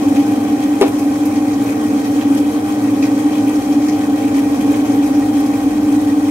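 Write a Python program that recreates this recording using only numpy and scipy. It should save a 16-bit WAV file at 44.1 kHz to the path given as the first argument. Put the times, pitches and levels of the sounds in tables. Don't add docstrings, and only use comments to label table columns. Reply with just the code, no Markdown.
import sys
import numpy as np
from scipy import signal
from scipy.fft import rfft, irfft, next_fast_len
from scipy.io import wavfile

SR = 44100
rng = np.random.default_rng(int(sys.argv[2]) if len(sys.argv) > 2 else 0)


def dump(signal):
    limited = np.clip(np.atleast_2d(signal).T, -1, 1)
    pcm = np.round(limited * 32767).astype(np.int16)
    wavfile.write(sys.argv[1], SR, pcm)


N = 277830
T = np.arange(N) / SR


def from_db(db):
    return np.exp(np.asarray(db) * np.log(10) / 20)


def rms_one(x):
    return x / np.sqrt(np.mean(x ** 2) + 1e-20)


def in_time(rows):
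    s, *columns = np.transpose(rows)
    return [np.interp(T, s, column) for column in columns]


def at_hz(points, hz):
    where, level_db = np.transpose(points)
    return np.interp(np.log(hz), np.log(where), level_db)


def drift(rate_hz):
    r = np.exp(-2 * np.pi * rate_hz * 40 / SR)
    noise = rng.standard_normal(N // 40 + 2002)
    slow = signal.lfilter([1], [1, -2 * r, r * r], noise)[2000:]
    return np.interp(np.arange(N) / 40, np.arange(len(slow)), rms_one(slow))


def bandpass(order, low_hz, high_hz, x):
    return signal.sosfilt(signal.butter(order, [low_hz, high_hz], "band", fs=SR, output="sos"), x)


def highpass(cutoff_hz, x):
    return signal.sosfilt(signal.butter(2, cutoff_hz, "high", fs=SR, output="sos"), x)


def ringing(hz, r):
    return [1, -2 * r * np.cos(2 * np.pi * hz / SR), r * r]


# (f/Hz, likeness 0-1, left minus right level/dB, left late by samples)
PORTS = [(40, .95, 0, 4), (130, .99, 0, 4), (290, .995, 0, 4), (410, .8, -2, 6), (520, .65, 2.5, 7),
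         (660, .55, 4.5, 8), (860, .45, 0.2, 8), (1300, .45, -0.2, 9), (1720, .4, 1.0, 11),
         (2000, .35, 1.5, 0.5), (2500, .3, 1.5, 1.5), (4500, .15, 1.5, 5), (5700, .1, .5, 5),
         (7300, .05, -3.5, 4), (9300, .05, 2.5, 4), (15000, .05, .3, 4)]


def spread(pair, hz):
    where, *columns = np.transpose(PORTS)
    alike, lean_db, lag = [np.interp(np.log(hz), np.log(where), column) for column in columns]
    alike = np.clip(alike, 0, 1)
    shared = np.sqrt(1 + alike) * pair[0]
    opposed = np.sqrt(1 - alike) * pair[1] * [[1], [-1]]
    left, right = rms_one(shared + opposed)
    return np.array([np.roll(left, round(lag)) * from_db(lean_db / 2), right * from_db(-lean_db / 2)])


def gritty(per_s, size_db, share):
    sizes = from_db(size_db * np.minimum(rng.exponential(1, N), 3))
    clicks = (rng.random(N) < per_s / SR) * sizes
    return rng.standard_normal((2, 2, N)) * np.sqrt(1 + (share * rms_one(clicks)) ** 2)


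def shaken(modes, force, flicker_db):
    out = 0
    for k, (hz, width_hz, level_db) in enumerate(modes):
        section = [1, 0, -1, *ringing(hz, np.exp(-np.pi * width_hz / SR))]
        gain = from_db(level_db + (flicker_db * drift(17.5) if flicker_db else 0))
        out = out + gain * spread(signal.sosfilt([section, section], force[k % 2]), hz)
    return out


# (f/Hz, rms level/dB, left minus right level/dB, waver/dB)
HUM = [(99.9, -47, 0, 3.0), (199.9, -52, 0, 3.0), (300.1, -18.5, 0, 1.5), (744.6, -41, 8, 2.0),
       (800.1, -36, -2, 1.5)]


def motor():
    out = 0
    for hz, level_db, pan_db, waver_db in HUM:
        ports_db = level_db + waver_db * drift(2.54) + np.array([[pan_db / 2], [-pan_db / 2]])
        tone = np.sqrt(2) * np.sin(2 * np.pi * (hz * T + rng.random()))
        out = out + from_db(ports_db) * tone
    return out


# (f/Hz, width f/Hz, rms level/dB before the load is added)
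CASING = [(56, 11, -55), (95.4, 6.9, -44), (112.6, 11, -37.5), (133.5, 26, -42), (215.2, 34.5, -31.5),
          (240.7, 30.4, -29.5), (265, 25.4, -28), (281.14, 14.2, -17.5), (325.7, 39, -38), (390.5, 76, -36),
          (453.5, 54, -33), (547.5, 48, -36), (597, 76, -42.5), (737, 79, -37.5), (803, 25, -41.5),
          (862, 50, -45), (940, 70, -54)]


def casing(shake_db):
    return from_db(shake_db) * shaken(CASING, rng.standard_normal((2, 2, N)), flicker_db=0)


ROLLER_HZ, ROLLER_TOP_S, ROLLER_DB = 5.9, 3.03, .8


def roller_pressure(grind_db):
    turn = np.cos(2 * np.pi * ROLLER_HZ * (T - ROLLER_TOP_S))
    return grind_db + ROLLER_DB * turn + .8 * drift(24.0)


# (f/Hz, width f/Hz, rms level/dB before pressure and flicker; relative in a crunch)
DRUM = [(1095.5, 32, -45.5), (1159, 91, -52), (1520, 52, -55.5), (1900, 98, -50), (2175, 420, -50),
        (2432, 364, -46.5), (3150, 520, -48.5), (3903, 400, -57), (4457, 150, -55.5), (5710, 1240, -52),
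        (6300, 2000, -53), (8560, 890, -61), (11650, 2200, -61)]


def drum(force, pressure_db):
    return from_db(pressure_db) * shaken(DRUM, force, flicker_db=1.93)


# (f/Hz, level/dB per Hz)
GRIND = [(30, -16), (70, -3), (160, -5.5), (350, 0), (700, -3.5), (950, -3), (1400, -9), (2700, -40.5),
         (3700, -24.5), (7000, -16), (10000, -28), (12000, -23.5), (14000, -25), (16500, -25.5)]
GRIND_DB = -32


def grinding(force, pressure_db, patchy_db):
    out, edges = 0, 36 * 2 ** (np.arange(19) / 2)
    for k, (low, high) in enumerate(zip(edges, edges[1:])):
        hz = np.sqrt(low * high)
        band = bandpass(2, low, high, force[k % 2])
        treble = hz / (hz + 1500)
        gain_db = at_hz(GRIND, hz) + treble * (pressure_db + patchy_db * drift(37.0))
        out = out + from_db(gain_db) * np.sqrt(high - low) * spread(band, hz)
    return from_db(GRIND_DB) * rms_one(out)


CRACKLE_DB = -57.5


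def crackle(pressure_db, per_s, cycles):
    sizes = from_db(3.0 * np.minimum(rng.exponential(1, N), 3)) * (rng.random(N) < per_s / SR)
    uneven = 1 + .4 * rng.standard_normal((2, N))
    snaps = sizes * uneven * rng.choice([-1, 1], (2, N)) + 1e-18
    dealt, out = rng.integers(0, 8, N), 0
    for k, hz in enumerate(np.geomspace(5500, 13000, 8)):
        r = from_db(-60 * hz / (cycles * SR))
        out = out + signal.lfilter([1, 0, -1], ringing(hz, r), snaps * (dealt == k))
    return from_db(CRACKLE_DB + 2 * pressure_db) * rms_one(out)


# (t/s, nominal ring peak level/dB, rustle and hiss level/dB above the ring)
CRUNCHES = [(0.1594, -17, -12, -17), (0.197, -21.5, -3, -9), (0.6195, -16, -9, -17), (0.8774, -26, -21, 5),
            (0.9834, -23, 1, 1), (1.2524, -29, 3, 9), (1.3554, -23, 0, -20), (1.5289, -20, -3, -23),
            (1.6864, -16.5, -23, -7), (2.0428, -20, -4, -8), (2.2074, -16.5, -8, -10),
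            (2.37, -20, -1.5, -1), (3.022, -14.5, -2, -13), (3.0494, -26, -1, -29), (3.3214, -21, -5, -17),
            (3.3794, -20.5, -4, -15), (3.7174, -22, -1, -14), (3.8174, -21.5, -4, -15),
            (3.8804, -15.5, -1.5, -20), (3.9194, -24, -3, -16), (4.2283, -19, -24, -34),
            (4.3394, -17, -6, -13), (4.6034, -20, -4, -3), (4.7341, -20, -12, -13), (4.8474, -27, -3, -13),
            (5.0584, -27, -2, 4), (5.3612, -22, -12, -15), (5.4574, -26.5, 3, 1)]
SOFT_DB, SOFT_RUSTLE_DB, SOFT_HISS_DB = -37.5, -0.5, 2
SOFT_SCATTER_DB, SOFT_SCATTER_S = 3.0, .015


def soft_crunches():
    tops = ROLLER_TOP_S % (1 / ROLLER_HZ) + np.arange(int(N / SR * ROLLER_HZ)) / ROLLER_HZ
    chance = rng.standard_normal((len(tops), 4))
    times = np.abs(tops + SOFT_SCATTER_S * chance[:, 0])
    levels_db = [SOFT_DB, SOFT_RUSTLE_DB, SOFT_HISS_DB] + SOFT_SCATTER_DB * chance[:, 1:]
    to_hard_s = np.abs(tops[:, None] - np.array(CRUNCHES)[:, 0]).min(axis=1)
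    return np.c_[times, levels_db][to_hard_s > .05]


CRUNCH_S, CRUNCH_RISE = 0.016, 2.5


def crunches():
    gains, age = np.zeros((3, N + SR)), T[:SR // 4] / CRUNCH_S
    shape = from_db(-8.5) * (1 - np.exp(-CRUNCH_RISE * age)) * np.exp(-age)
    for s, peak_db, rustle_db, hiss_db in [*CRUNCHES, *soft_crunches()]:
        at = round(s * SR)
        gains[:, at:at + len(age)] += from_db(peak_db + np.array([[0], [rustle_db], [hiss_db]])) * shape
    force = gritty(per_s=1200, size_db=3.0, share=.8)
    middle = [mode for mode in DRUM if 1400 < mode[0] < 4200]
    ring = rms_one(shaken(middle, force, flicker_db=4.0))
    rustle = spread(bandpass(4, 4300, 7000, force[0]), 4400)
    hiss = spread(bandpass(2, 7500, 14000, force[1]), 10000)
    ring_gain, rustle_gain, hiss_gain = gains[:, :N]
    return ring_gain * ring + rustle_gain * rustle + hiss_gain * hiss


# (t/s, blow level/dB)
KNOCKS = [(0.8121, -10.5), (.817, -19.5), (0.821, -22), (.828, -21), (.836, -32), (.853, -26), (.866, -25)]
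# (f/Hz, relative level/dB, t60/s)
COUNTER = [(400, 8, .2), (450, -3, .09), (660, -2, .08), (791, -4, .12), (985, -13, .08), (1803, -17, .05),
           (2519, -15, .03), (3941, -22, .02), (6228, -12, .015)]
# (low f/Hz, high f/Hz, relative level/dB, t60/s)
THUD = [(333, 800, 0, 0.067), (720, 1100, -52, 0.045), (1090, 3600, -10, 0.084), (3500, 6100, -19, 0.054),
        (7500, 16000, -10, 0.018)]


def knock():
    at, out = [round(s * SR) for s, db in KNOCKS], np.zeros(N)
    blows = np.full(N, 1e-18)
    blows[at] = from_db(np.array(KNOCKS)[:, 1])
    for hz, level_db, t60 in COUNTER:
        clicks = blows.copy()
        clicks[at] *= from_db(level_db - 2.5 + rng.normal(0, 1.5, len(at)))
        r = from_db(-60 / (t60 * SR))
        out += signal.lfilter([0, np.sin(2 * np.pi * hz / SR)], ringing(hz, r), clicks)
    for low_hz, high_hz, level_db, t60 in THUD:
        dying = signal.lfilter([1], [1, -from_db(-60 / (t60 * SR))], blows)
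        noise = bandpass(2, low_hz, high_hz, dying * rng.standard_normal(N))
        out += from_db(level_db) * noise * np.sqrt(SR / 2 / (high_hz - low_hz))
    return highpass(220, out)


KNOCK_LEFT_DB, KNOCK_LEFT_LATE = 4.5, 5.2


def at_ports(blow):
    late = np.roll(blow, round(KNOCK_LEFT_LATE))
    return np.array([late, blow]) * from_db([[KNOCK_LEFT_DB / 2], [-KNOCK_LEFT_DB / 2]])


KITCHEN_T60_S, KITCHEN_DB, GRIND_ROOM_DB = 0.38, -20, -19


def kitchen(x):
    size = next_fast_len(N + SR // 2)
    w = np.arange(size // 2 + 1) * 2 * np.pi / size
    spectrum, out = rfft(x, size), np.zeros((2, N))
    for side in range(2):
        walls = 0
        for k, lag in enumerate(rng.uniform(.006, .03, size=6) * SR):
            loss = from_db(-60 * lag / SR / KITCHEN_T60_S)
            walls = walls + (-1) ** k / (np.exp(1j * w * lag) / loss - 1)
        out[side] = irfft(spectrum * walls, size)[:N]
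    return out


# (t/s, f/Hz, rms level/dB)
DRONE = [(4.0, 51, -73), (4.35, 51.5, -46), (4.95, 54, -49), (5.15, 55, -46), (5.9, 57.8, -41),
         (6.3, 57.7, -56)]


def drone():
    hz, level_db = in_time(DRONE)
    return from_db(level_db) * np.sqrt(2) * np.sin(2 * np.pi * np.cumsum(hz) / SR)


# (t/s, casing shake level/dB, grinding level/dB)
LOAD = [(0, 3, 4), (.7, -0.5, 3), (1.4, -0.5, 2.5), (2.1, 0.5, 3.5), (2.5, 0, 2.5), (3.1, 1, 3.5),
        (3.9, 0, 3), (4.8, 2, 4), (5.6, -0.2, 3), (6.3, -0.5, 2.5)]


def scene():
    shake_db, grind_db = in_time(LOAD)
    pressure_db = roller_pressure(grind_db)
    force = gritty(per_s=500, size_db=2.5, share=0.46)
    grind = grinding(force, pressure_db, patchy_db=1.5)
    grain = drum(force, pressure_db) + crunches() + crackle(pressure_db, per_s=91, cycles=51)
    blow = knock()
    bright = highpass(700, (grain + grind).mean(axis=0))
    echoes = kitchen(from_db(KITCHEN_DB) * blow + from_db(GRIND_ROOM_DB) * bright)
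    return motor() + casing(shake_db) + grind + grain + at_ports(blow) + echoes + drone()


CUTOFF_HZ = 16100


def record(dry):
    rounded = 1.33 * np.tanh(dry / 1.222)
    return signal.sosfilt(signal.cheby2(20, 60, CUTOFF_HZ, fs=SR, output="sos"), rounded)


dry = scene()
out = record(dry)
dump(out)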